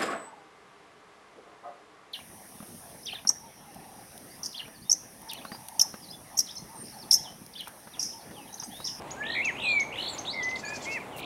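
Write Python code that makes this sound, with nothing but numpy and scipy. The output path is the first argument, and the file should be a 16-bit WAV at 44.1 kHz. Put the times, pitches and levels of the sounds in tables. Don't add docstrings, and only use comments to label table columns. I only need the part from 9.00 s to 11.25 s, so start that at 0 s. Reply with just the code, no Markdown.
import sys
import numpy as np
from scipy import signal
from scipy.fft import rfft, irfft, next_fast_len
from scipy.io import wavfile
from scipy.ndimage import uniform_filter1d, map_coordinates

SR = 44100
rng = np.random.default_rng(int(sys.argv[2]) if len(sys.argv) > 2 else 0)


def wrap_up_sound(samples):
    columns = np.atleast_2d(samples).T
    tamed = np.clip(columns, -1, 1)
    steps = np.round(tamed * 32767).astype(np.int16)
    wavfile.write(sys.argv[1], SR, steps)


N = 99225
T = np.arange(N) / SR

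EDGE_S = 0.00071
WARBLER_ROUGH_DB = 3
OCTAVE_DB = -29.5

# t/s, f/Hz
TRILL_PEAKS = [
    [(0.226, 2380), (0.2395, 2930), (0.2537, 3330), (0.2699, 3780), (0.2871, 3930), (0.3058, 4090),
     (0.324, 4104), (0.3402, 4320), (0.3554, 4174), (0.3684, 3930)],
    [(0.556, 2506), (0.572, 2903), (0.5874, 3224), (0.604, 3700), (0.6238, 3855), (0.64, 4085),
     (0.6565, 4100), (0.6747, 4140), (0.6899, 4346), (0.7041, 4396), (0.7206, 4450), (0.733, 4230)],
    [(0.9177, 2324), (0.9279, 2844), (0.9446, 3260), (0.9613, 3503), (0.979, 3893), (0.996, 4095),
     (1.0112, 4286), (1.0274, 4355), (1.0449, 4250), (1.0628, 4320), (1.0823, 4480), (1.0988, 4425),
     (1.113, 4360)],
]
# first valley f/Hz, last valley f/Hz, first level/dB, level/dB at the last peak but one
TRILL_RANGES = [(2057, 3450, -42, -33.5), (2090, 3600, -40, -34.5), (2074, 3600, -40.5, -35.5)]
VALLEY_DB, LAST_PEAK_DB = -5, -8


def trills():
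    out = np.zeros(N)
    for rows, (valley0, valley1, db0, db1) in zip(TRILL_PEAKS, TRILL_RANGES):
        s, top = np.transpose(rows)
        knots = np.r_[s[0] - .012, s, s[-1] + .012]
        cycles = np.interp(T, knots, np.arange(len(knots)))
        high = .5 + .5 * np.cos(2 * np.pi * cycles)
        peak = np.interp(T, s, top)
        valley = np.interp(T, s[[0, -1]], [valley0, valley1])
        valley = np.minimum(valley, peak - 200)
        db = np.interp(T, s[[0, -2, -1]], [db0, db1, db1 + LAST_PEAK_DB])
        db += VALLEY_DB * (1 - high)
        level = amp(db) * gate(s[0] - .006, s[-1] + 0.0045)
        out += tone(valley + (peak - valley) * high, level, OCTAVE_DB, WARBLER_ROUGH_DB)
    return out


# t/s at the top, top f/Hz, level/dB, fall t/s, level/dB at the foot of the sweep against the top
CHIP_NOTES = [(.118, 6824, -35.5, 0.0044, -12.5), (0.459, 6610, -35.5, 0.002, -6),
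              (.809, 6520, -33.5, 0.0055, -10), (1.192, 6470, -33.5, 0.0062, -9.5),
              (1.439, 6350, -37, 0.011, -8.5), (1.502, 6450, -49, 0.015, 5)]
CHIP_RISE_S, CHIP_DROP_HZ, CHIP_BEND = .0135, 3976, 2.4
CHIP_OCTAVE_DB = -5


def chips():
    out = np.zeros(N)
    for s, top, db, fall, foot_db in CHIP_NOTES:
        from_top = np.minimum(abs(T - s) / CHIP_RISE_S, 1)
        hz = top - CHIP_DROP_HZ * from_top ** CHIP_BEND
        level = amp(db + foot_db * from_top) * gate(s - CHIP_RISE_S, s + fall)
        overtone_db = CHIP_OCTAVE_DB + 2 * OCTAVE_DB * (1 - from_top)
        out += tone(hz, level, overtone_db, rough_db=1.1)
    return out


# t/s, f/Hz, level/dB
SLIDE_NOTES = [
    [(1.247, 2100, -48), (1.252, 2860, -38), (1.2615, 4640, -49), (1.266, 3510, -38), (1.269, 4300, -46),
     (1.273, 3290, -35), (1.277, 3580, -36), (1.3, 4020, -32.5), (1.318, 4600, -37.5), (1.348, 5570, -48)],
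    [(1.555, 3260, -49), (1.5585, 4700, -40), (1.563, 3220, -42)],
    [(2.117, 2920, -49), (2.123, 3950, -58), (2.131, 3003, -49.5), (2.17, 2665, -51)],
]
SLIDE_FLUTTER = {0: (1.301, 0.041, 140, 140, 92, 0.3)}
# t/s at the start, level/dB
SCOOP_STARTS = [(2.184, -47.5), (2.206, -45.5), (2.228, -44.5)]
# t/s after the start, f/Hz, level/dB against the scoop's own
SCOOP_SHAPE = [(0, 4460, -0.5), (.004, 2984, -2), (.010, 2190, 2), (.020, 4040, -2.5)]


def slides_and_scoops():
    scoops = [[(s + after, hz, db + rel) for after, hz, rel in SCOOP_SHAPE] for s, db in SCOOP_STARTS]
    return whistles(SLIDE_NOTES + scoops, SLIDE_FLUTTER, -24.5, WARBLER_ROUGH_DB)


# f/Hz, level/dB
BEAK_BAND = [(2000, -13), (3200, -9), (4200, -1.5), (6200, 1), (7500, -4.5), (9000, -24), (11000, -30)]


def stack(hz, level, rough_db, count, order=1):
    phase = 2 * np.pi * np.cumsum(hz) / SR
    out = np.zeros(N)
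    for k in range(order, count + 1):
        weight = amp(along(BEAK_BAND, k * hz) + rough_db * wobble(150))
        out += weight * np.sin(k * phase + rng.normal())
    return level * out


# t/s, pitch f/Hz, level/dB before the beak
NASAL_NOTES = [
    [(1.563, 2710, -44), (1.568, 2174, -52), (1.574, 1766, -57), (1.582, 1590, -47.5), (1.594, 2106, -45.5),
     (1.609, 3150, -44.5)],
    [(1.65, 2260, -42), (1.663, 2190, -44.5), (1.693, 2497, -41.5)],
]


def nasal_notes():
    return sum(stack(*read(rows), WARBLER_ROUGH_DB, count=5) for rows in NASAL_NOTES)


# t/s at the start, length t/s, level/dB before halving and the beak
BUZZ_NOTES = [(1.686, 0.0173, -45.5), (1.734, 0.041, -44.5), (1.815, 0.046, -42.5), (1.899, 0.043, -45.5)]
BUZZ_HZ, BUZZ_JITTER = 463, 0.057
BUZZ_SWELL_DB, BUZZ_EDGE_S = -7, 0.012


def buzzes():
    shake = uniform_filter1d(rng.standard_normal(N), size=130)
    hz = BUZZ_HZ * np.exp(BUZZ_JITTER * shake / shake.std())
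    level = np.zeros(N)
    for s, length, db in BUZZ_NOTES:
        still_to_swell = np.clip(1 - (T - s) / length / 0.73, 0, 1)
        level += amp(db + BUZZ_SWELL_DB * still_to_swell) * gate(s, s + length, BUZZ_EDGE_S)
    return stack(hz, level / 2, rough_db=5.5, count=24, order=9)


# t/s, f/Hz, level/dB
LOW_NOTES = [
    [(.165, 1540, -50), (.203, 1666, -41.5), (.217, 1715, -32.5), (.236, 1730, -45.5), (.243, 1737, -33.5),
     (.257, 1744, -45), (.27, 1797, -34.5), (.285, 1828, -49), (.303, 1853, -28), (.316, 1842, -47.5),
     (.347, 1854, -34)],
    [(.348, 1883, -50), (.352, 2147, -32), (.41, 2150, -26.5), (.422, 2410, -34), (.433, 2780, -37),
     (.46, 2622, -28), (.468, 2503, -32.5), (.478, 2337, -27.5), (.495, 2020, -29), (.51, 1618, -42.5)],
    [(.618, 2805, -38.5), (.66, 2510, -30), (.715, 2409, -23), (.748, 2324, -30), (.77, 2293, -24.5),
     (.815, 2213, -25.5), (.828, 2203, -30.5), (.834, 2042, -35)],
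    [(.957, 1956, -41), (.981, 2787, -44), (.988, 2950, -29), (.995, 2910, -48), (1.0, 2930, -33),
     (1.011, 3100, -34.5)],
    [(1.332, 2140, -45), (1.395, 2083, -31), (1.412, 1976, -36), (1.46, 2010, -32.5), (1.55, 2056, -34.5),
     (1.572, 2090, -36), (1.577, 1794, -48)],
    [(1.628, 1684, -45), (1.726, 1721, -44), (1.775, 1603, -54)],
    [(1.635, 2510, -46), (1.652, 2408, -41), (1.663, 2375, -48), (1.675, 2376, -42.5), (1.743, 2505, -42),
     (1.785, 2340, -50)],
    [(1.855, 2064, -40), (1.878, 2193, -36), (1.945, 2171, -40), (1.968, 2012, -34.5), (1.984, 1630, -44)],
    [(1.865, 2357, -43.5), (1.93, 2723, -39.5), (1.958, 2630, -37), (1.985, 2170, -41)],
    [(2.0, 2470, -42.5), (2.032, 2020, -47)],
]
LOW_FLUTTER = {1: (.352, 0.083, 67.6, 131, 316, 0.071), 2: (.622, 0.073, 125, 145, 170, 0.194),
               4: (1.335, 0.083, 95, 89, 33, 1.1), 5: (1.642, 2.5, 46.8, 52, 4, 1.16)}


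def low_bird():
    return whistles(LOW_NOTES, LOW_FLUTTER, -41, rough_db=1.37, order=3)


# t/s, f/Hz, level/dB
FAR_NOTES = [
    [(1.089, 7250, -46), (1.099, 8280, -50.5), (1.14, 7130, -46), (1.155, 6940, -49)],
    [(.625, 8250, -55), (.76, 6950, -56)],
    [(1.385, 3655, -51.5), (1.435, 3150, -50)],
    [(.484, 3260, -44), (.516, 2390, -48.5)],
    [(1.806, 3560, -52), (1.821, 3410, -52)],
    [(1.84, 3450, -51), (1.863, 3020, -49)],
]


def far_bird():
    return whistles(FAR_NOTES, {}, OCTAVE_DB, rough_db=3.5)


# f/Hz, t/s to fall 60 dB
REED_DECAY = [(1500, 0.38), (4000, 0.51), (7000, 0.41)]
NEAR_T60_S, NEAR_DB = 0.045, 3.5


def echo(x, db):
    hz, t, z = signal.stft(rng.standard_normal(SR // 2), SR, nperseg=256)
    long_tail = amp(-60 * t / along(REED_DECAY, hz)[:, None])
    near_stems = amp(NEAR_DB - 60 * t / NEAR_T60_S)
    tail = signal.istft(z * (long_tail + near_stems), SR, nperseg=256)[1]
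    tail /= np.linalg.norm(tail)
    delayed = np.pad(x, (200, 0))
    return x + amp(db) * signal.fftconvolve(delayed, tail)[:N]


# t/s, length t/s, level/dB before dulling, corner f/Hz of the dulling
STEM_SNAP = (.02, .003, -29, 2500)


def stem_snap():
    s, length, db, dull_hz = STEM_SNAP
    burst = amp(db) * gate(s, s + length) * rng.standard_normal(N)
    return filtered(burst, lambda f: (1 + 1j * f / dull_hz) ** -2)


# t/s at the start, length t/s, level/dB before the grain
BRUSHES = [(2.165, 0.0405, -48.5)]
# f/Hz, level/dB per Hz
BRUSH_COLOUR = [(5000, -19), (9000, -12.5)]


def reed_brush():
    level = sum(amp(db) * gate(s, s + length, BUZZ_EDGE_S) for s, length, db in BRUSHES)
    grain = amp(3.5 * np.repeat(rng.standard_normal(N // 88 + 1), 88)[:N])
    return level * grain * noise(BRUSH_COLOUR, 0, SR)


# f/Hz, level/dB per Hz
HISS_COLOUR = [(1200, -8), (2050, 0), (3690, -10), (5200, -17), (9570, -15), (15500, -26)]
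# t/s, level/dB within 8500-15000 Hz before a slight wobble
HISS_COURSE = [(0, -64), (.85, -64.5), (1.03, -60), (1.35, -67), (1.94, -59.5), (2.12, -66.5), ]


def reed_hiss():
    level = amp(1.5 * wobble(12) + np.interp(T, *np.transpose(HISS_COURSE)))
    return level * noise([(900, -60)] + HISS_COLOUR, 8500, 15000)


# f/Hz, level/dB per Hz
RUMBLE_COLOUR = [(25, -25), (54, -9.5), (139, -1.5), (176, -5.5), (240, 0), (394, -2.5), (882, -1),
                 (1500, -14)]


def traffic_rumble():
    return amp(-43) * noise(RUMBLE_COLOUR + [(2200, -53.0)], 25, 1330)


def whistles(notes, flutters, overtone_db, rough_db, order=2):
    out = np.zeros(N)
    for k, rows in enumerate(notes):
        hz, level = read(rows)
        if k in flutters:
            s, length, first, last, swing, throb = flutters[k]
            after = T - s
            cycles = after * (first + (last - first) * after / (2 * length))
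            wave = np.cos(2 * np.pi * cycles) * np.clip(1 - after / length, 0, 1)
            wave *= T > s - .5 / first
            hz = hz + swing * wave
            level = level * (1 + throb * wave)
        out += tone(hz, level, overtone_db, rough_db, order)
    return out


def read(rows):
    s, hz, db = np.transpose(rows)
    pitch = uniform_filter1d(np.interp(T, s, hz), size=66)
    return pitch, amp(np.interp(T, s, db)) * gate(s[0], s[-1])


def tone(hz, level, overtone_db, rough_db, order=2):
    unsteady_hz = hz * (1 + 0.00295 * rough_db * wobble(300))
    phase = 2 * np.pi * (np.cumsum(unsteady_hz) / SR + rng.random())
    overtone = amp(overtone_db + 2.6 * wobble(150)) * np.sin(order * phase)
    return np.sqrt(2) * level * amp(rough_db * wobble(200)) * (np.sin(phase) + overtone)


def gate(start, end, edge=EDGE_S):
    return np.clip(np.minimum(T - start, end - T) / edge + .5, 0, 1)


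def wobble(rate):
    knots = rng.standard_normal(int(N * rate / SR) + 4)
    return map_coordinates(knots, [T * rate], order=1)


def noise(spectrum, lo_hz, hi_hz):
    white = rng.standard_normal(N)
    band = filtered(white, lambda f: amp(along(spectrum, f)) * (f > lo_hz) * (f < hi_hz))
    return filtered(white, lambda f: amp(along(spectrum, f))) / band.std()


def filtered(x, response):
    m = next_fast_len(N + 8192)
    return irfft(rfft(x, m) * response(np.fft.rfftfreq(m, 1 / SR)), m)[:N]


def along(points, hz):
    f, v = np.transpose(points)
    return np.interp(np.log(hz + 1), np.log(f + 1), v)


def amp(db):
    return 10 ** (np.asarray(db) / 20)


def scene():
    calls = chips() + slides_and_scoops() + nasal_notes() + buzzes()
    warbler = echo(trills(), -5.5) + echo(calls, -5.5)
    others = echo(low_bird(), -10) + echo(far_bird(), -5.5)
    background = stem_snap() + reed_brush() + reed_hiss() + traffic_rumble()
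    return (warbler + others + background)[None]


def record(dry):
    return filtered(dry[0], lambda hz: hz < 15720)[None]


dry = scene()
out = record(dry)
wrap_up_sound(out)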